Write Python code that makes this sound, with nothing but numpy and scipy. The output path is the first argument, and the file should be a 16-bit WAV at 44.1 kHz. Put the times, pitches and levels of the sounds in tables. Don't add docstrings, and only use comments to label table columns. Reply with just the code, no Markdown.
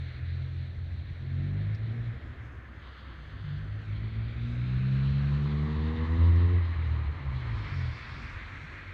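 import sys
import numpy as np
from scipy import signal
from scipy.fft import rfft, irfft, next_fast_len
from scipy.io import wavfile
from scipy.ndimage import map_coordinates

SR = 44100
rng = np.random.default_rng(int(sys.argv[2]) if len(sys.argv) > 2 else 0)


def to_wav(sig):
    pcm = np.clip(np.atleast_2d(sig), -1, 1) * 32767
    pcm = np.round(pcm).astype(np.int16)
    wavfile.write(sys.argv[1], SR, pcm.T)


N = 393813

# time in seconds, pitch in Hz, level in dB.
FAR_ENGINE_CURVE = [(1.15, 74.6, -73), (1.7, 74, -50.5), (2.1, 76, -48), (2.25, 64.2, -56.5),
                    (3.0, 64.65, -46.5), (3.7, 66.57, -46.5), (4.4, 69.9, -44), (4.7, 69, -86)]

# time in seconds, click level in dB ahead of the band-pass.
GRIT_TICKS = [(1.7469, -41), (3.8846, -58), (4.815, -72), (4.8456, -62), (5.3481, -52), (6.3587, -45),
              (6.4242, -58)]
TICK_FADE_S, TICK_BAND_HZ = 0.009, (2800, 5400)

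# time in seconds, tread roar in dB, tread hiss in dB,
# grit hiss in dB, top of the hiss in dB.
TYRE_LEVELS = [(0.03, -67, -55, -60.5, -82), (0.1, -64, -54.5, -59, -83), (0.82, -66, -61.5, -63.5, -84),
               (1.66, -63, -56, -62.5, -83), (2.42, -59, -55, -68.5, -82.5), (2.45, -59, -55.5, -72.5, -83),
               (2.77, -60, -56.5, -69, -83), (2.87, -57, -57, -60.5, -84), (3.88, -61.5, -55, -63, -81),
               (4.18, -63.5, -53.5, -60.5, -84.5), (4.5, -64, -52, -58, -78), (5.22, -54, -50.5, -55, -77),
               (5.34, -54, -51, -57, -74), (5.66, -51, -53.5, -57.5, -77.5),
               (6.25, -49, -50.5, -56.5, -77.5), (6.58, -53, -50.5, -58.5, -80.5),
               (7.19, -51.5, -52, -61.5, -81), (7.64, -52, -47.5, -56, -74.5),
               (8.18, -54, -46.5, -57.5, -72.5), (8.9, -59.5, -48.5, -62, -75)]
# frequency in Hz, relative density in dB per Hz.
TREAD_ROAR_SPECTRUM = [(500, -27.5), (750, -6.5), (1050, 1), (1300, -1), (1700, -14.5), (2400, -16)]
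TREAD_HISS_SPECTRUM = [(900, -26), (1300, -3), (1700, 2), (1950, 0.5), (2200, -0.5), (2700, -7),
                       (3400, -28)]
GRIT_HISS_SPECTRUM = [(2200, -9.5), (3000, 1.5), (3600, 1.5), (4200, 0), (4700, -10), (5500, -29.5)]
TOP_HISS_SPECTRUM = [(3800, -28.5), (5000, -7), (6000, -7), (7500, -15), (9000, -24.5), (12000, -43.5)]
# start, full, fading and gone, in seconds.
SCUFF_TIMES_S = (7.35, 7.65, 8.27, 8.45)
SCUFF_DB = -64
# frequency in Hz, relative density in dB per Hz.
SCUFF_SPECTRUM = [(3800, -17.5), (4400, -2), (5000, -2.5), (5500, -7.5), (6000, -21), (6600, -33)]
# time in seconds, lag in ms, share of the direct gain (0-1).
GROUND_ECHO = [(0, 0.49, 0.28), (1.5, 0.51, 0.14), (2.5, 0.61, .3), (3.8, 0.64, 0.37), (3.95, 0.94, 0.23),
               (4.65, 0.78, 0.29), (5.4, 0.69, 0.16), (5.7, 1.1, 0.13), (6.2, 1.028, 0.24), (7.0, 1, .2),
               (8.3, 0.84, .1), (8.93, 0.93, .15)]

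# time in seconds, rumble in dB, rasp in dB.
GAS_LEVELS = [(0, -48, -56.5), (1.1, -39, -58), (1.6, -52, -52.5), (2.25, -39, -54.5), (2.7, -53.5, -58),
              (3.7, -51, -56), (4.8, -37.5, -53), (5.6, -44.5, -52), (6.2, -37.5, -50), (6.9, -42, -52.5),
              (7.5, -35.5, -51), (7.85, -51.5, -52), (8.15, -44.5, -55), (8.93, -53.5, -56)]
# frequency in Hz, relative density in dB per Hz.
RUMBLE_SPECTRUM = [(15, -29), (28, -11.5), (45, -11.5), (70, 5), (100, -2.5), (145, -14), (175, -17),
                   (260, -34.5)]
RASP_SPECTRUM = [(150, -23), (200, -2), (260, -2), (340, -4), (420, -8.5), (600, -10), (700, -12),
                 (800, -15.5), (1000, -29.5)]
# frequency in Hz, relative density in dB per Hz.
TAILPIPE_SPECTRUM = [(850, -20.5), (980, -1.5), (1060, -0.5), (1150, -3.5), (1350, -27), (1650, -24.5),
                     (1800, -4), (1900, -4), (2050, -8.5), (2250, -26)]
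# start, full, fading and gone, in seconds.
TAILPIPE_RUSH_TIMES_S = (5.0, 5.6, 6.5, 6.9)
TAILPIPE_RUSH_DB = -52

# delay in seconds, echo gain in dB.
SHOP_FRONT_ECHOES = [(0.128, -26), (0.288, -19), (.42, -17)]

# time in seconds, firing rate in Hz, note level in dB ahead of dips and pipe,
# brightness in dB per octave, gain of the note above the silencer's cut in dB.
ENGINE_CURVE = [(0, 42.95, -38.5, 3.5, -6), (.14, 41.47, -42.5, 2.5, -10), (.32, 43.22, -38, 4, -11.5),
                (1.2, 43.36, -39.5, 0.7, 0), (1.4, 45.7, -33, 4.5, 0), (1.75, 53.7, -32, 7.5, -16),
                (2.03, 58.45, -33, 2.5, -0.5), (2.31, 59.2, -36.5, -3.5, 1), (2.62, 49.8, -55, 1.5, 0),
                (3.2, 49.05, -51.5, 1.5, -7), (3.4, 50.86, -39, 2.5, -15), (3.52, 47.5, -42.5, 7.5, -17),
                (3.69, 52.2, -34, 2.5, -9.5), (4.0, 53.3, -30, -0.1, 2.5), (4.5, 59.46, -18, -10.5, 17.5),
                (5.02, 67.64, -13, -6, 4.5), (5.52, 73.75, -22.5, 4.5, -0.5), (6.0, 80, -26.5, 5.5, 3),
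                (6.3, 84.5, -17.5, -1.5, 12.5), (6.54, 89.2, -23.5, -1, 20.5), (6.68, 83.8, -31.5, 2.5, -4),
                (6.9, 78.65, -23, -11.5, -1), (7.15, 72, -20, -15.5, 7), (7.42, 61.55, -21.5, -8, 2),
                (7.79, 44.4, -36.5, 5, -7), (7.92, 38.8, -28, -3.5, -14), (8.0, 39.43, -48, -2, 0),
                (8.15, 46.67, -38.5, -8, 8), (8.93, 48.02, -42.5, -2.5, -3)]
# time in seconds, roughness (0-1).
ROUGHNESS = [(0, .25), (.7, .3), (1.2, .45), (1.5, .2), (2.0, .4), (2.4, 1), (3.4, .7), (3.7, .4),
             (4.4, .4), (4.75, .1), (5.7, .12), (6.5, .25), (6.9, .3), (7.8, .35), (8.1, 1)]
# time in seconds, depth in dB.
NOTE_DIPS = [(.73, 9), (1.071, 11.5), (1.14, 11), (1.779, 9), (2.21, 12), (2.371, 17), (3.86, 6.5),
             (4.11, 4.5), (4.341, 16), (5.74, 3), (5.959, 1.5), (6.07, 4.5), (6.74, 8), (7.17, 4),
             (7.69, 13)]
DIP_HALF_WIDTH_S = 0.02
# frequency in Hz, gain in dB.
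PIPE_RESPONSE = [(35.0, -21.5), (50.0, -9), (65.0, -27.5), (77.0, -5.5), (85.0, 0.0), (95.0, -4),
                 (110.0, -4.5), (130.0, -5.0), (150.0, -12), (162.0, -22.5), (178.0, -33.5), (195.0, -19),
                 (215.0, -23.5), (240.0, -22.5), (260.0, -38), (280.0, -41), (310.0, -34.1), (350.0, -38),
                 (385.0, -38.5), (420.0, -46.5), (480.0, -36), (520.0, -51), (560.0, -59.5), (640.0, -65)]
# start and end of the transition, in Hz.
SILENCER_TRANSITION_HZ = (150, 180)
ORDERS = range(1, 9)
WAVER_RAD, FLICKER_DB, FLICKER_PER_ORDER_DB = 0.56, 4, 0.67
# start, full, fading and gone, in seconds.
HALF_ORDER_TIMES_S = (6.62, 6.85, 6.98, 7.25)
HALF_ORDER_DB = -35.5

MIC_HISS_DB, MIC_CUTOFF_HZ = -87.5, 15750


def amp(db):
    return 10 ** (np.asarray(db) / 20)


def rms_one(x):
    return x / np.sqrt(np.mean(x ** 2) + 1e-20)


def in_time(rows):
    knots_s, *columns = np.transpose(rows)
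    time_s = np.arange(N) / SR
    return [np.interp(time_s, knots_s, column) for column in columns]


def swell(start_s, full_s, fading_s, gone_s, db):
    ramp = np.interp(np.arange(N) / SR, [start_s, full_s, fading_s, gone_s], [0, 1, 1, 0])
    return amp(db) * ramp ** 2


def drift(corner_hz):
    step = 40
    settle = 2000
    pole = np.exp(-2 * np.pi * corner_hz * step / SR)
    noise = rng.standard_normal(N // step + 2 + settle)
    slow = signal.lfilter([1], [1, -2 * pole, pole * pole], noise)[settle:]
    return np.interp(np.arange(N) / step, np.arange(len(slow)), rms_one(slow))


def coloured(spectrum, flicker_db):
    hz, db = np.transpose(spectrum)
    size = next_fast_len(N)
    grid_hz = np.maximum(np.arange(size // 2 + 1) * SR / size, 1)
    shape = amp(np.interp(np.log(grid_hz), np.log(hz), db, left=-90, right=-90))
    noise = irfft(rfft(rng.standard_normal(size)) * shape, size)[:N]
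    return rms_one(noise * amp(flicker_db * drift(9.9)))


def tone(turns, level_db, wobble_rad, flicker_db):
    phase_rad = 2 * np.pi * (turns + rng.random()) + wobble_rad * drift(13.0)
    gain = np.sqrt(2) * amp(level_db + flicker_db * drift(12))
    return gain * np.sin(phase_rad)


def far_engine():
    pitch_hz, level_db = in_time(FAR_ENGINE_CURVE)
    return tone(np.cumsum(pitch_hz) / SR, level_db, wobble_rad=0.5, flicker_db=2.5)


def ticks():
    clicks = np.zeros(N)
    for time_s, db in GRIT_TICKS:
        clicks[round(time_s * SR)] = amp(db)
    decay = np.exp(-1 / (TICK_FADE_S * SR))
    tail = signal.lfilter([1], [1, -decay], clicks) * rng.standard_normal(N)
    band = signal.butter(3, TICK_BAND_HZ, "band", fs=SR, output="sos")
    return signal.sosfilt(band, amp(-0.5) * clicks + amp(-5.5) * tail)


def ground_echo(x):
    lag_ms, share = in_time(GROUND_ECHO)
    late = map_coordinates(x, [np.arange(N) - lag_ms * SR / 1000], order=3, mode="nearest")
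    share = np.clip(share, 0, 1)
    return (x + share * late) / np.sqrt(1 + share ** 2)


def road():
    roar_db, hiss_db, grit_db, top_db = in_time(TYRE_LEVELS)
    tyres = amp(roar_db) * coloured(TREAD_ROAR_SPECTRUM, flicker_db=0.87)
    tyres += amp(hiss_db) * coloured(TREAD_HISS_SPECTRUM, flicker_db=1.02)
    tyres += amp(grit_db) * coloured(GRIT_HISS_SPECTRUM, flicker_db=1.38)
    tyres += amp(top_db) * coloured(TOP_HISS_SPECTRUM, flicker_db=1.3)
    tyres += swell(*SCUFF_TIMES_S, SCUFF_DB) * coloured(SCUFF_SPECTRUM, flicker_db=0.7)
    return ground_echo(tyres)


def shop_fronts(x):
    return sum(amp(db) * np.pad(x, (round(delay_s * SR), 0))[:N] for delay_s, db in SHOP_FRONT_ECHOES)


def gas():
    rumble_db, rasp_db = in_time(GAS_LEVELS)
    rumble = amp(rumble_db) * coloured(RUMBLE_SPECTRUM, flicker_db=-2.5)
    rasp = amp(rasp_db) * coloured(RASP_SPECTRUM, flicker_db=0.8)
    rush_gain = swell(*TAILPIPE_RUSH_TIMES_S, TAILPIPE_RUSH_DB)
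    return rumble + rasp + rush_gain * coloured(TAILPIPE_SPECTRUM, flicker_db=1.0)


def exhaust():
    firing_hz, level_db, bright_db, upper_db = in_time(ENGINE_CURVE)
    rough, = in_time(ROUGHNESS)
    time_s = np.arange(N) / SR
    for dip_s, depth_db in NOTE_DIPS:
        level_db = level_db - depth_db * np.exp(-((time_s - dip_s) / DIP_HALF_WIDTH_S) ** 2)

    turns = np.cumsum(firing_hz) / SR + 0.04 * rough * drift(5)
    half_order_gain = swell(*HALF_ORDER_TIMES_S, HALF_ORDER_DB)
    note = half_order_gain * tone(1.5 * turns, 0, rough, FLICKER_DB * rough)

    pipe_hz, response_db = np.transpose(PIPE_RESPONSE)
    for k in ORDERS:
        order_hz = k * firing_hz
        pipe_db = np.interp(order_hz, pipe_hz, response_db)
        silencer_db = upper_db * np.interp(order_hz, SILENCER_TRANSITION_HZ, [0, 1])
        order_db = level_db + bright_db * np.log2(k) + pipe_db + silencer_db
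        flicker_db = (FLICKER_DB + k * FLICKER_PER_ORDER_DB) * rough
        note += tone(k * turns, order_db, WAVER_RAD * rough, flicker_db)
    return note


def scene():
    note = exhaust()
    return (note + shop_fronts(note) + gas() + far_engine() + road() + ticks())[None]


def record(dry):
    hiss = amp(MIC_HISS_DB) * rng.standard_normal(dry.shape)
    low_pass = signal.ellip(10, 0.5, 60, MIC_CUTOFF_HZ, fs=SR, output="sos")
    return signal.sosfilt(low_pass, dry + hiss)


dry = scene()
out = record(dry)
to_wav(out)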